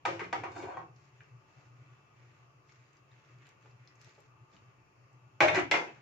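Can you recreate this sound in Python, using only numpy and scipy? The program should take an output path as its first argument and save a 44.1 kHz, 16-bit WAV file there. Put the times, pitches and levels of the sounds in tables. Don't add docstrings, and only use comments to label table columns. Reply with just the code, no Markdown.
import sys
import numpy as np
from scipy import signal
from scipy.fft import rfft, irfft, next_fast_len
from scipy.io import wavfile
from scipy.ndimage import uniform_filter1d

SR = 44100
rng = np.random.default_rng(int(sys.argv[2]) if len(sys.argv) > 2 else 0)


def to_linear_factor(level_db):
    exponent = np.asarray(level_db, float) / 20
    return 10 ** exponent


def transcribe(u):
    v = np.clip(np.atleast_2d(u).T, -1, 1)
    q = np.round(v * 32767).astype(np.int16)
    wavfile.write(sys.argv[1], SR, q)


N = 265041
T = np.arange(N) / SR


def unit(x):
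    return x / np.sqrt(np.mean(x ** 2) + 1e-30)


def peak_unit(x):
    return x / np.abs(x).max()


def band(x, lo_hz, hi_hz):
    return signal.sosfilt(signal.butter(2, [lo_hz, hi_hz], "bandpass", fs=SR, output="sos"), x)


def ring(x, hz, width_hz):
    return signal.lfilter(*signal.iirpeak(hz, hz / width_hz, fs=SR), x)


def shape(x, points):
    hz, db = np.transpose(points)
    size = next_fast_len(x.shape[-1])
    f = np.maximum(np.arange(size // 2 + 1) * SR / size, 1)
    gain = to_linear_factor(np.interp(np.log(f), np.log(hz), db))
    return irfft(rfft(x, size) * gain, size)[..., :x.shape[-1]]


def walk(rate):
    k = int(SR / rate)
    steps = np.repeat(rng.standard_normal(N // k + 1), k)
    return 0.84 * uniform_filter1d(uniform_filter1d(steps, k), k)[:N]


def grains(rate, spread_db):
    hits = rng.random(N) < rate / SR
    return unit(hits * rng.standard_normal(N) * to_linear_factor(spread_db * rng.exponential(size=N)))


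def decay(t, t60):
    return np.exp(-np.log(1000) * t / t60)


def swell(s, length_s, rise_s, fall_s):
    return np.exp(-np.maximum(s - T, 0) / rise_s - np.maximum(T - s - length_s, 0) / fall_s)


def add(out, s, x, pan_db):
    i = int(s * SR)
    x = x[:N - i]
    out[:, i:i + len(x)] += x * to_linear_factor([[pan_db / 2], [-pan_db / 2]])


# (frequency [Hz], density [dB per Hz])
AIR_COLOUR = [(15, -62.5), (25, -9.5), (54, -16.5), (128, 1.5), (237, -15.5), (363, -8), (462, -15),
              (978, -19), (1120, -15.5), (1580, -27.5), (2700, -26.5), (3540, -38.5), (6720, -33),
              (7600, -41.5), (7850, -68)]
# (frequency [Hz], width [Hz], level [dB rms])
CASING_MODES = [(69, 15, -102), (111.7, 9.9, -74.5), (138.2, 8.3, -65.5), (300, 16, -78),
                (383.3, 22, -83.5), (877, 6.9, -80), (1162, 71, -81), (1247, 11, -83.5), (1437, 39, -84),
                (2148, 50, -93.5), (2644, 50, -87.5)]


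def air():
    mid, side = shape(rng.standard_normal((2, N)), AIR_COLOUR)
    gain = to_linear_factor(-63 - 3.5) / np.sqrt(np.mean(band(mid, 170, 8000) ** 2))
    side = gain * shape(side, [(100, -9), (300, -8.5), (1000, 2.0), (4000, 0.5)])
    mid = gain * mid
    for hz, width, db in CASING_MODES:
        tone = unit(ring(ring(rng.standard_normal(N), hz, width), hz, width))
        mid = mid + to_linear_factor(db + 2 * walk(9.6)) * tone
    both = np.array([to_linear_factor(0.76) * (mid + side), to_linear_factor(-1.0) * (mid - side)])
    flutter = 0
    for hz in (250, 400, 640, 1020, 1640, 2600, 4200):
        flutter = flutter + (to_linear_factor(2.2 * walk(9)) - 1) * band(both, hz, hz * 1.6)
    both = to_linear_factor(0.7 * walk(3)) * (both + flutter)
    mode_hz = np.arange(300, 8000, 45)
    depth_db = 3.0 * np.clip(mode_hz / 1500 - 0.2, 0, 1)
    sway = 2.5 * walk(2.5)
    one, two = (shape(both, np.transpose([mode_hz, depth_db * rng.standard_normal(len(mode_hz))]))
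                for _ in range(2))
    return to_linear_factor(-0.67) * (np.cos(sway) ** 2 * one + np.sin(sway) ** 2 * two)


# (time [s], length [s], level [dB])
DRONE = [(1.137, 0.082, -58), (1.318, 0.085, -52), (1.57, 0.023, -57.5), (1.666, 0.16, -54),
         (1.864, 0.083, -54.5), (2.017, 0.036, -68), (2.177, 0.15, -56), (2.397, 0.1, -58.5),
         (2.565, 0.033, -56.5), (2.782, 0.082, -58), (3.001, 0.026, -63), (3.129, 0.066, -54),
         (3.31, 0.12, -53.5), (3.651, 0.11, -52.5), (3.804, 0.067, -55), (3.928, 0.093, -60),
         (4.049, 0.027, -55), (4.286, 0.074, -57), (4.417, 0.025, -52), (4.63, 0.059, -52.5),
         (4.786, 0.033, -56.5), (4.987, 0.068, -54.5), (5.143, 0.13, -57)]
# (time [s], length [s], level [dB], pitch [Hz])
DRONE_SHAKEN = [
    (0.086, 0.14, -50, 114.9),
    (0.363, 0.087, -51.5, 120.9),
    (0.521, 0.18, -59, 113.8),
    (0.757, .28, -56, 119.5),
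    (5.338, 0.024, -56.5, 122),
    (5.504, 0.07, -47.5, 111.8),
    (5.606, .18, -53, 137.4),
    (5.949, 0.044, -58, 122),
]


def drone():
    swells = sorted([row + (122,) for row in DRONE] + DRONE_SHAKEN)
    s, length, _, hz = np.transpose(swells)
    pitch_hz = np.interp(T, s + length / 2, hz) + 1.53 * walk(16)
    phase = 2 * np.pi * np.cumsum(pitch_hz) / SR
    size = sum(to_linear_factor(db) * swell(s, length, 0.01, 0.0067) for s, length, db, _ in swells)
    lag_rad = np.array([[0.2], [0]])
    tone = np.sqrt(2) * np.sin(phase - lag_rad) * size * to_linear_factor(4.2 * walk(35) + 1.0)
    return tone * to_linear_factor([[0.8], [-0.8]])


# (frequency [Hz], t60 [s])
ROOM = [(150, 0.58), (400, 0.24), (1000, 0.17), (2500, 0.23), (5000, 0.18), (10000, 0.031)]
# (frequency [Hz], level [dB])
TAIL_WIDTH = [(60, -30.5), (150, -7.5), (300, -7.5), (600, -2), (1200, 1.5), (4000, 2.5), (12000, 10)]


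def kitchen(x, wet_db, pan_db):
    t = T[:SR // 2]
    tail = 0
    for hz, t60 in ROOM:
        octave = band(rng.standard_normal((2, len(t))), hz / 1.69, hz * 1.39)
        tail = tail + octave / np.sqrt(hz * t60) * decay(t, t60)
    tail = tail * (1 - np.exp(-t / 0.00032)) / np.sqrt(np.sum(tail[0] ** 2))
    tail = rfft(tail[0] + shape(tail[1], TAIL_WIDTH) * np.array([[1], [-1]]))
    power = np.abs(tail) ** 2 + 1e-12
    even = uniform_filter1d(power.mean(axis=0), size=300) / uniform_filter1d(power, size=16, axis=1)
    tail = irfft(tail * np.sqrt(even), len(t))[:, :len(t) * 4 // 5]
    tail = tail * to_linear_factor([[pan_db], [-pan_db]])
    wet = signal.fftconvolve(x.mean(axis=0, keepdims=True), tail, axes=1)[:, :N]
    return x + to_linear_factor(wet_db) * wet


# (time [s], length [s], level [dB], fall [s])
RUMBLE = [
    (0.047, 0.25, -53, 0.044),
    (0.368, 0.38, -54.5, 0.12),
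    (5.419, 0.0093, -39.5, 0.12),
    (5.57, 0.054, -56, 0.12),
]


def rumble():
    shudder = unit(band(band(rng.standard_normal(N), 93, 140), 48, 117))
    return shudder * sum(to_linear_factor(db + 1.0) * swell(s, length, 0.0077, fall_s) for s, length, db, fall_s in RUMBLE)


# (time [s], length [s], level [dB], duller part [dB])
RUSTLE = [(0.967, 0.11, -70.5, 4.5), (1.16, 0.12, -73, 9), (1.49, 0.18, -72, 8), (1.77, 0.22, -75.5, 10.5),
          (2.174, 0.27, -75, 11.5), (2.695, 0.03, -67, 2), (2.756, 0.22, -74, 9.5),
          (3.115, 0.23, -73, 11.5), (3.426, 0.082, -70, 13.5), (3.626, 0.083, -71.5, 10),
          (3.808, 0.12, -77, 14.5), (4.014, 0.099, -63, 5.5), (4.168, 0.093, -71.5, 7),
          (4.532, 0.031, -67, 5), (4.615, 0.089, -81.5, 14), (5.845, 0.056, -71.5, 24),
          (5.946, 0.042, -71, 14)]


def rustle():
    bright, dull = 0, 0
    for s, length, db, dull_db in RUSTLE:
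        move = to_linear_factor(db) * swell(s, length, 0.024, 0.032)
        bright = bright + move
        dull = dull + move * to_linear_factor(dull_db - 5.5)
    one, two = (bright * unit(band(band(fibres, 4030, 7370), 3700, 7900)) + dull * unit(band(fibres, 1250, 2520))
                for fibres in (grains(4000, 1.6), grains(4000, 1.6)))
    return to_linear_factor(-5.5) * shape(np.array([one, 0.055 * one + 1.14 * two]), [(7600, 0), (7850, -18)])


# (time [s], level [dB peak], pitch [Hz], t60 [s])
BUMPS = [(0.099, -47, 505, 0.19), (0.461, -52, 333, 0.14), (1.208, -62, 398, 0.1), (1.588, -60, 631, 0.11),
         (3.48, -56.5, 533, 0.028), (3.639, -58, 530, 0.25), (4.069, -56, 467, 0.049),
         (4.179, -52, 434, 0.066), (4.533, -56, 207, 0.046), (4.545, -55.5, 70, 0.071),
         (4.89, -69, 70, .08)]
# (time [s], level [dB peak], pitch [Hz], t60 [s])
LOW_RING = [
    (0.072, -41, 347, 0.15),
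    (0.214, -34.5, 366, 0.051),
    (0.348, -39.5, 376, 0.061),
    (0.621, -34, 377, 0.15),
    (5.564, -23.5, 348, 0.066),
    (5.714, -32, 338, 0.036),
    (5.765, -57, 360, 0.13),
]


def bumps():
    out, t = np.zeros((2, N)), T[:8000]
    for table, relative_width in ((BUMPS, 0.4), (LOW_RING, 0.08)):
        for s, db, hz, t60 in table:
            bump = ring(rng.standard_normal(len(t)), hz, hz * relative_width)
            bump = bump * decay(t, t60) * (1 - np.exp(-t / 0.0025))
            add(out, s, to_linear_factor(db - 0.5) * peak_unit(bump), 1.5)
    return out


# (time [s], level [dB peak], pitch [Hz])
TICKS = [
    (1.2065, -48, 1600),
    (1.5888, -61, 1660),
    (2.6938, -54.5, 2230),
    (3.4569, -59, 2250),
    (3.6584, -52.5, 1210),
    (4.0888, -74, 1650),
    (4.566, -51.5, 3000),
]
# (time [s], level [dB peak], pitch [Hz])
PINGS = [(0.9627, -54.5, 4840), (2.7243, -62, 5500), (2.9693, -57, 5300), (3.1164, -62, 3780),
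         (3.4685, -57, 4200), (3.7124, -60, 4730), (3.8748, -48.5, 4445), (3.955, -58, 6200),
         (4.0935, -58, 3970), (4.5184, -62, 4400), (5.1292, -61, 6900)]
# (time [s], level [dB peak], pitch [Hz])
SNAPS = [(3.4905, -46.5, 7000), (4.015, -43.5, 6000), (4.0465, -43.5, 5900), (4.2044, -48, 7500),
         (3.469, -48, 7000), (4.093, -52, 6960)]
# (time [s], level [dB peak], pitch [Hz])
CREAKS = [(2.9327, -58, 6440), (3.2261, -76, 3160), (3.2495, -57, 3770), (3.3867, -60, 4710),
          (3.421, -64, 3880), (3.6232, -63, 6540), (3.6576, -63, 3760), (3.857, -70, 4116),
          (4.1225, -67, 3130), (4.151, -57, 5390), (4.5794, -74, 3060)]


def ticks():
    out, t = np.zeros((2, N)), T[:8000]
    # table, band edges as parts of the pitch, t60 [s], share of pure tone
    kinds = ((TICKS, 0.6, 1.7, 0.016, 0.15), (PINGS, 0.75, 1.35, 0.016, 0.08),
             (SNAPS, 0.3, 1.9, 0.012, 0.05), (CREAKS, 0.65, 1.5, 0.01, 0.1))
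    for table, below, above, t60, tone in kinds:
        for s, db, hz in table:
            fade = decay(t, t60)
            snap = rng.standard_normal(len(t)) * fade ** 1.6 + 5.6 * (t == 0)
            snap = band(band(snap, hz * below, hz * above), hz * below, hz * above)
            note = np.sin(2 * np.pi * hz * t) * fade * tone
            add(out, s - 0.0003, to_linear_factor(db + 6.5) * (note + 0.46 * peak_unit(snap)), 1.5)
    return out


# (time [s], level [dB peak],
# pitch [Hz], t60 [s])
RINGS = [(0.054, -30.5, 1250, 0.097), (0.051, -31.5, 790, 0.12), (0.054, -47, 1500, 0.08),
         (0.0817, -36, 533, 0.28), (0.07, -40.5, 339, 0.52), (0.199, -40, 2200, 0.07),
         (0.206, -40, 1100, 0.07), (0.24, -47, 2420, 0.078), (0.24, -47.5, 2090, .08),
         (0.329, -31, 780, 0.18), (0.33, -42, 1270, 0.12), (0.77, -35.5, 1075, .09),
         (0.74, -66, 3270, 0.25), (5.407, -33.5, 770, 0.11), (5.408, -20.5, 800, 0.13),
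         (5.41, -25, 600, 0.2), (5.432, -22, 620, 0.3), (5.42, -35, 520, 0.3), (5.415, -35.5, 290, 0.29),
         (5.42, -29.5, 1670, 0.18), (5.412, -37, 1200, .08), (5.41, -42, 3600, .15), (.33, -37, 1700, 0.09),
         (5.407, -29, 1250, .05), (5.41, -33, 1840, .25), (5.41, -43, 2900, 0.3), (5.482, -25.5, 2160, .1),
         (5.483, -42, 2600, .05), (5.508, -38, 2300, .08), (5.487, -38.5, 3610, 0.12),
         (5.493, -31, 830, 0.083), (5.505, -26, 620, 0.12), (5.55, -39, 930, .1), (5.575, -29.5, 377, 0.12),
         (5.7145, -19.5, 2090, 0.075), (5.713, -22.5, 2700, 0.049), (5.713, -25, 1656, 0.059),
         (5.716, -34.5, 310, 0.26), (5.741, -28.5, 2440, 0.096), (5.752, -21, 2100, 0.05),
         (5.762, -38, 314, 0.089), (5.815, -42, 2120, .08), (5.875, -52, 2600, 0.14),
         (.095, -46.5, 165, .3), (.21, -47, 180, 0.34), (.78, -51, 160, 0.31), (5.53, -40.5, 170, 0.35),
         (0.328, -38.5, 1940, 0.087), (0.435, -37.5, 770, .08), (0.47, -43, 1100, .08),
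              (0.565, -47, 1400, .08), (0.6, -51.5, 2250, .12), (0.625, -53, 2200, .1),
              (0.687, -41, 730, .07), (0.707, -40, 990, .07), (0.77, -34, 760, 0.084),
              (0.8, -41.5, 1080, .08), (0.772, -47, 1900, .07), (5.546, -36, 2900, 0.051),
              (5.572, -34, 2000, .08), (5.592, -37, 1300, .07), (5.6, -34, 380, 0.14),
              (5.736, -29.5, 1060, 0.074), (5.728, -39, 3380, .12), (5.715, -41, 3680, .15),
              (5.715, -46, 4900, .17), (5.716, -44, 5500, .15), (5.74, -43, 4300, 0.11),
              (5.79, -40, 940, .12), (5.73, -38, 560, .16), (0.67, -43, 690, .08), (0.41, -42, 300, .12),
              (0.63, -44.5, 410, .2)]
# (time [s], level [dB peak], pitch [Hz])
TINKS = [(1.176, -61, 6900), (1.207, -54, 2400), (1.208, -54, 1750), (1.214, -62, 2000), (1.241, -64, 2720),
         (1.242, -70, 5200), (1.592, -66, 4600), (2.75, -63, 2800), (2.855, -64, 4800), (2.894, -68, 4900),
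         (3.115, -60, 3700), (3.288, -63, 4600), (3.29, -62, 2680), (3.32, -61, 2300), (2.705, -63, 2200),
         (2.97, -64, 4900), (4.566, -62, 3800), (1.09, -66, 4500), (3.454, -65, 4000), (3.874, -57, 4250),
         (3.957, -60, 6400), (4.533, -64, 3500), (4.534, -68, 5000), (4.26, -70, 6400)]


def rings():
    out, t = np.zeros((2, N)), T[:SR // 2]
    for s, db, hz, t60 in RINGS + [tink + (0.028,) for tink in TINKS]:
        pair = np.sin(2 * np.pi * hz * t) + 0.19 * np.sin(2 * np.pi * hz * 1.03 * t)
        add(out, s, to_linear_factor(db) * pair * decay(t, t60) * (1 - np.exp(-t / 0.002)), 1.2)
    return out


# (time [s], level [dB peak])
CRACKS = [
    (0.057, -43),
    (0.327, -56),
    (5.404, -38.5),
    (5.71, -42.5),
]


def cracks():
    out, t = np.zeros((2, N)), T[:SR // 2]
    for s, db in CRACKS:
        crack = band(rng.standard_normal(len(t)) * np.exp(-t / 0.0012), 7500, 12500)
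        add(out, s, to_linear_factor(db) * peak_unit(crack), 1.0)
    return out


# (frequency [Hz], density [dB per Hz])
SHEET = [(88, -72.5), (150, 19.5), (221, -4), (371, 8), (459, -3.5), (612, -4), (661, -2.5), (802, -2),
         (1460, -10), (2100, -21), (3890, -27), (5610, -25.5), (15000, -48.5)]
# (time [s], level [dB])
SLIDE = [
    [(0.49, -52), (0.545, -50), (0.562, -41.5), (0.6, -39), (0.63, -43.5), (0.67, -41.5), (0.716, -39),
     (0.762, -43.5), (0.8, -43.5), (0.86, -60)],
    [(5.51, -48), (5.546, -29.5), (5.598, -26.5), (5.662, -62), (5.7, -36)],
]
# (frequency [Hz], width [Hz], level [dB])
SLIDE_BODY = [
    [(371, 30, 9.5), (560, 58, 9), (765, 80, 13.5), (935, 61, 6), (1490, 48, -2), (2140, 150, -5)],
    [(610, 45, -9), (370, 21, 5.5), (794, 26, -10), (1000, 120, -28), (1250, 43, -29), (1300, 31, -14),
     (2090, 1000, -11), (2080, 240, -21), (2980, 22, -18)],
]
# (grit at start [dB], grit slope [dB per s], boom at
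# start [dB], boom slope [dB per s])
SLIDE_WEAR = [
    (-2.5, -69, 2, -48),
    (-11, -33, -4, 8),
]
# (frequency [Hz], width [Hz], level [dB])
GRIT = [(2940, 290, -9), (3690, 26, 1.5), (4320, 43, 0), (5000, 61, -6), (6300, 390, -6), (6750, 88, -19)]


def slide():
    clicks, sand = grains(2500, 1.5), grains(4000, 2.2)
    rim = unit(sum(to_linear_factor(db) * ring(sand, hz, 2.0 * width) for hz, width, db in GRIT))
    grit = rim + to_linear_factor(-4.5) * unit(band(sand, 3700, 7000))
    out, judder_db = 0, 1.5 * walk(70)
    for path, peaks, (grit_db, grit_slope, boom_db, boom_slope) in zip(SLIDE, SLIDE_BODY, SLIDE_WEAR):
        s, db = np.transpose(path)
        since = np.clip(T - s[0], 0, s[-1] - s[0])
        body = unit(sum(to_linear_factor(peak_db) * ring(clicks, hz, width) for hz, width, peak_db in peaks))
        body = body + to_linear_factor(-3) * unit(band(shape(clicks, SHEET), 300, 3000))
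        boom = to_linear_factor(boom_db + boom_slope * since) * unit(band(body, 227, 460))
        body = unit(band(body, 506, 2000)) + boom
        gate = np.interp(T, [s[0], s[0] + 0.03, s[-1] - 0.02, s[-1]], [0, 1, 1, 0])
        pressure = gate * to_linear_factor(np.interp(T, s, db) - 8.5 + judder_db)
        out = out + pressure * (body + to_linear_factor(grit_db + grit_slope * since - 6.5) * grit)
    return out * to_linear_factor([[1.1], [-1.1]])


def blows(table, modes, ring_scale, dense_db, dense_t60, crack_s, lead_db, lead_t60, trim_db, pan_db,
          late_s, rattle_s):
    out, t = np.zeros((2, N)), T[:SR // 2]
    hz, width, db = np.array(modes).T[:, :, None]
    for s, peak_db, clang_db, crack_db, lead_hz in table:
        luck = rng.standard_normal((2, len(modes), 1))
        fade = np.exp(-np.pi * np.maximum(width, 35) * ring_scale * t)
        swing = np.sin(2 * np.pi * hz * (1 + 0.014 * luck[1]) * t) * fade
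        clear = unit(np.sum(to_linear_factor(db + 1.36 * luck[0]) * width * swing, axis=0))
        lead = unit(np.sin(2 * np.pi * lead_hz * t) * decay(t, lead_t60))
        chatter = (rng.random(4000) < 0.006) * rng.exponential(size=4000) * np.exp(-t[:4000] / rattle_s)
        chatter[0] = 2.5
        hit = decay(t, dense_t60) + 4.25 * np.exp(-t / crack_s)
        shake = signal.fftconvolve(hit, chatter)[:len(t)]
        dense = unit(shape(rng.standard_normal(len(t)), SHEET) * shake)
        clear, dense, lead = np.array([clear, dense, lead]) * (1 - np.exp(-t / 0.00063))
        x = clear + to_linear_factor(dense_db) * dense + to_linear_factor(lead_db) * lead
        low = peak_unit(band(x, 451, 1590))
        clang = peak_unit(band(band(x, 1690, 3300), 1330, 2660))
        crack = peak_unit(band(band(clear + 0.64 * dense, 2600, 11700), 2940, 15400))
        blow = low + to_linear_factor(clang_db) * clang + to_linear_factor(crack_db) * crack
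        add(out, s + late_s, to_linear_factor(peak_db + trim_db) * blow, pan_db)
    return out


# (time [s], level [dB peak], clang 1.7-2.7 kHz [dB], crack 3-12 kHz [dB], lead mode
# [Hz])
LIFT = [
    (0.052, -22.5, -3, -4.5, 1070),
    (0.058, -29, 2.5, -16, 794),
    (0.193, -35.5, 4, -1.5, 1180),
    (0.204, -35, 2, -10, 1270),
    (0.237, -48.5, 3, 1, 830),
    (0.327, -23, -2.5, -5.5, 781),
    (0.435, -28.5, -3.5, -12, 754),
    (0.4495, -38.5, -1, -12, 1343),
    (0.769, -32.5, -32, -18.5, 1070),
]
# (frequency [Hz], width [Hz], level [dB])
GRATE = [(340, 29, 3), (781, 36, 2), (944, 61, 4.5), (1227, 50, 3.5), (1491, 45, -7), (1827, 180, -6),
         (2070, 13, -2), (2200, 55, -10), (3000, 35, -29), (3240, 16, -50), (3400, 17, -26),
         (3405, 60, -27.5), (4260, 20, -23), (4510, 14, -21), (5300, 43, -32), (5170, 15, -38),
         (5600, 140, -46), (6200, 49, -29), (5900, 24, -40.5), (6730, 110, -34)]


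def lift_off():
    return blows(LIFT, GRATE, ring_scale=0.98, dense_db=4.3, dense_t60=0.41, crack_s=0.0032, lead_db=-19.5,
                 lead_t60=0.074, trim_db=-4, pan_db=1.5, late_s=0.0004, rattle_s=0.0069)


# (time [s], level [dB peak], clang [dB], crack [dB], lead mode [Hz])
DROP = [
    (5.405, -11.5, 2.5, -8.5, 786),
    (5.411, -17, -30, -27, 805),
    (5.423, -23, -33, 0, 820),
    (5.443, -23, -23, -10, 590),
    (5.482, -23, 5.5, -3, 1260),
    (5.546, -28.5, 4, 2.5, 1000),
]
# (frequency [Hz], width [Hz], level [dB])
STOVE = [(344, 61, 5), (615, 46, 8), (781, 140, 7), (1070, 92, 5), (1247, 69, -1.5), (1933, 44, -8.5),
         (2230, 120, -6), (2388, 58, -10), (2800, 21, -26), (2720, 15, -9.5), (3350, 86, -17.5),
         (3086, 16, -11), (3610, 25, -17), (4080, 41, -17.5), (5000, 34, -44), (6000, 140, -24),
         (6300, 28, -36), (5600, 56, -32)]


def bang_down():
    return blows(DROP, STOVE, ring_scale=0.66, dense_db=1.2, dense_t60=0.33, crack_s=0.0037, lead_db=-26,
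                 lead_t60=0.053, trim_db=-3, pan_db=0.27, late_s=-0.0004, rattle_s=0.0062)


# (time [s], level [dB peak], clang [dB], crack [dB], lead mode [Hz])
SETTLE = [
    (5.711, -19, 4.5, 4.5, 2080),
    (5.72, -36, 15, -38, 2070),
    (5.738, -17, -2, -14, 1050),
    (5.753, -45.5, -25, -33, 2090),
    (5.767, -22, -39, -13, 1090),
]
# (frequency [Hz], width [Hz], level [dB])
POT = [(366, 114, -9), (636, 66, -13), (786, 73, -0.5), (1090, 190, 0.5), (1270, 17, 13), (1680, 30, 3.5),
       (2080, 54, -3), (2330, 30, -5), (2470, 55, -28), (2860, 24, -4), (3340, 57, -8.5), (3270, 123, -27),
       (3520, 98, -19), (4170, 160, -7), (5130, 110, -11.5), (5530, 51, -35), (5800, 33, -35),
       (6700, 110, -55)]


def settle():
    return blows(SETTLE, POT, ring_scale=3.96, dense_db=2.2, dense_t60=0.34, crack_s=0.0031, lead_db=-5.0,
                 lead_t60=0.013, trim_db=-5.0, pan_db=2.7, late_s=0.001757, rattle_s=0.01)


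def scene():
    background = air() + drone() + rumble()
    hand = rustle() + kitchen(ticks() + bumps(), -6, 0.9)
    ringing = kitchen(rings() + cracks(), -10.0, 0.44)
    metal = kitchen(lift_off() + bang_down() + settle() + slide(), -4.0, 0.22)
    return background + hand + ringing + metal


def top_cut(x):
    return signal.sosfilt(signal.butter(12, 15730, fs=SR, output="sos"), x)


# (frequency [Hz], gain [dB])
FAR_PORT = [(2500, 0), (4400, -2.5), (9000, -4), (14000, 3.5)]
# (frequency [Hz], gain [dB])
MIC = [(20, -32), (45, -5.5), (200, -6), (400, -3.5), (2500, 2.5), (4000, -0.5), (7500, -1.5), (7850, -11),
       (9000, -13), (11000, -16.5), (15500, -10.5)]


def record(dry):
    hiss = to_linear_factor(-92.0) * rng.standard_normal(dry.shape)
    ports = np.array([dry[0], shape(dry[1], FAR_PORT)])
    limit = 0.5
    mix = limit * np.tanh(shape(ports, MIC) / limit) + hiss
    return top_cut(mix)


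dry = scene()
out = record(dry)
transcribe(out)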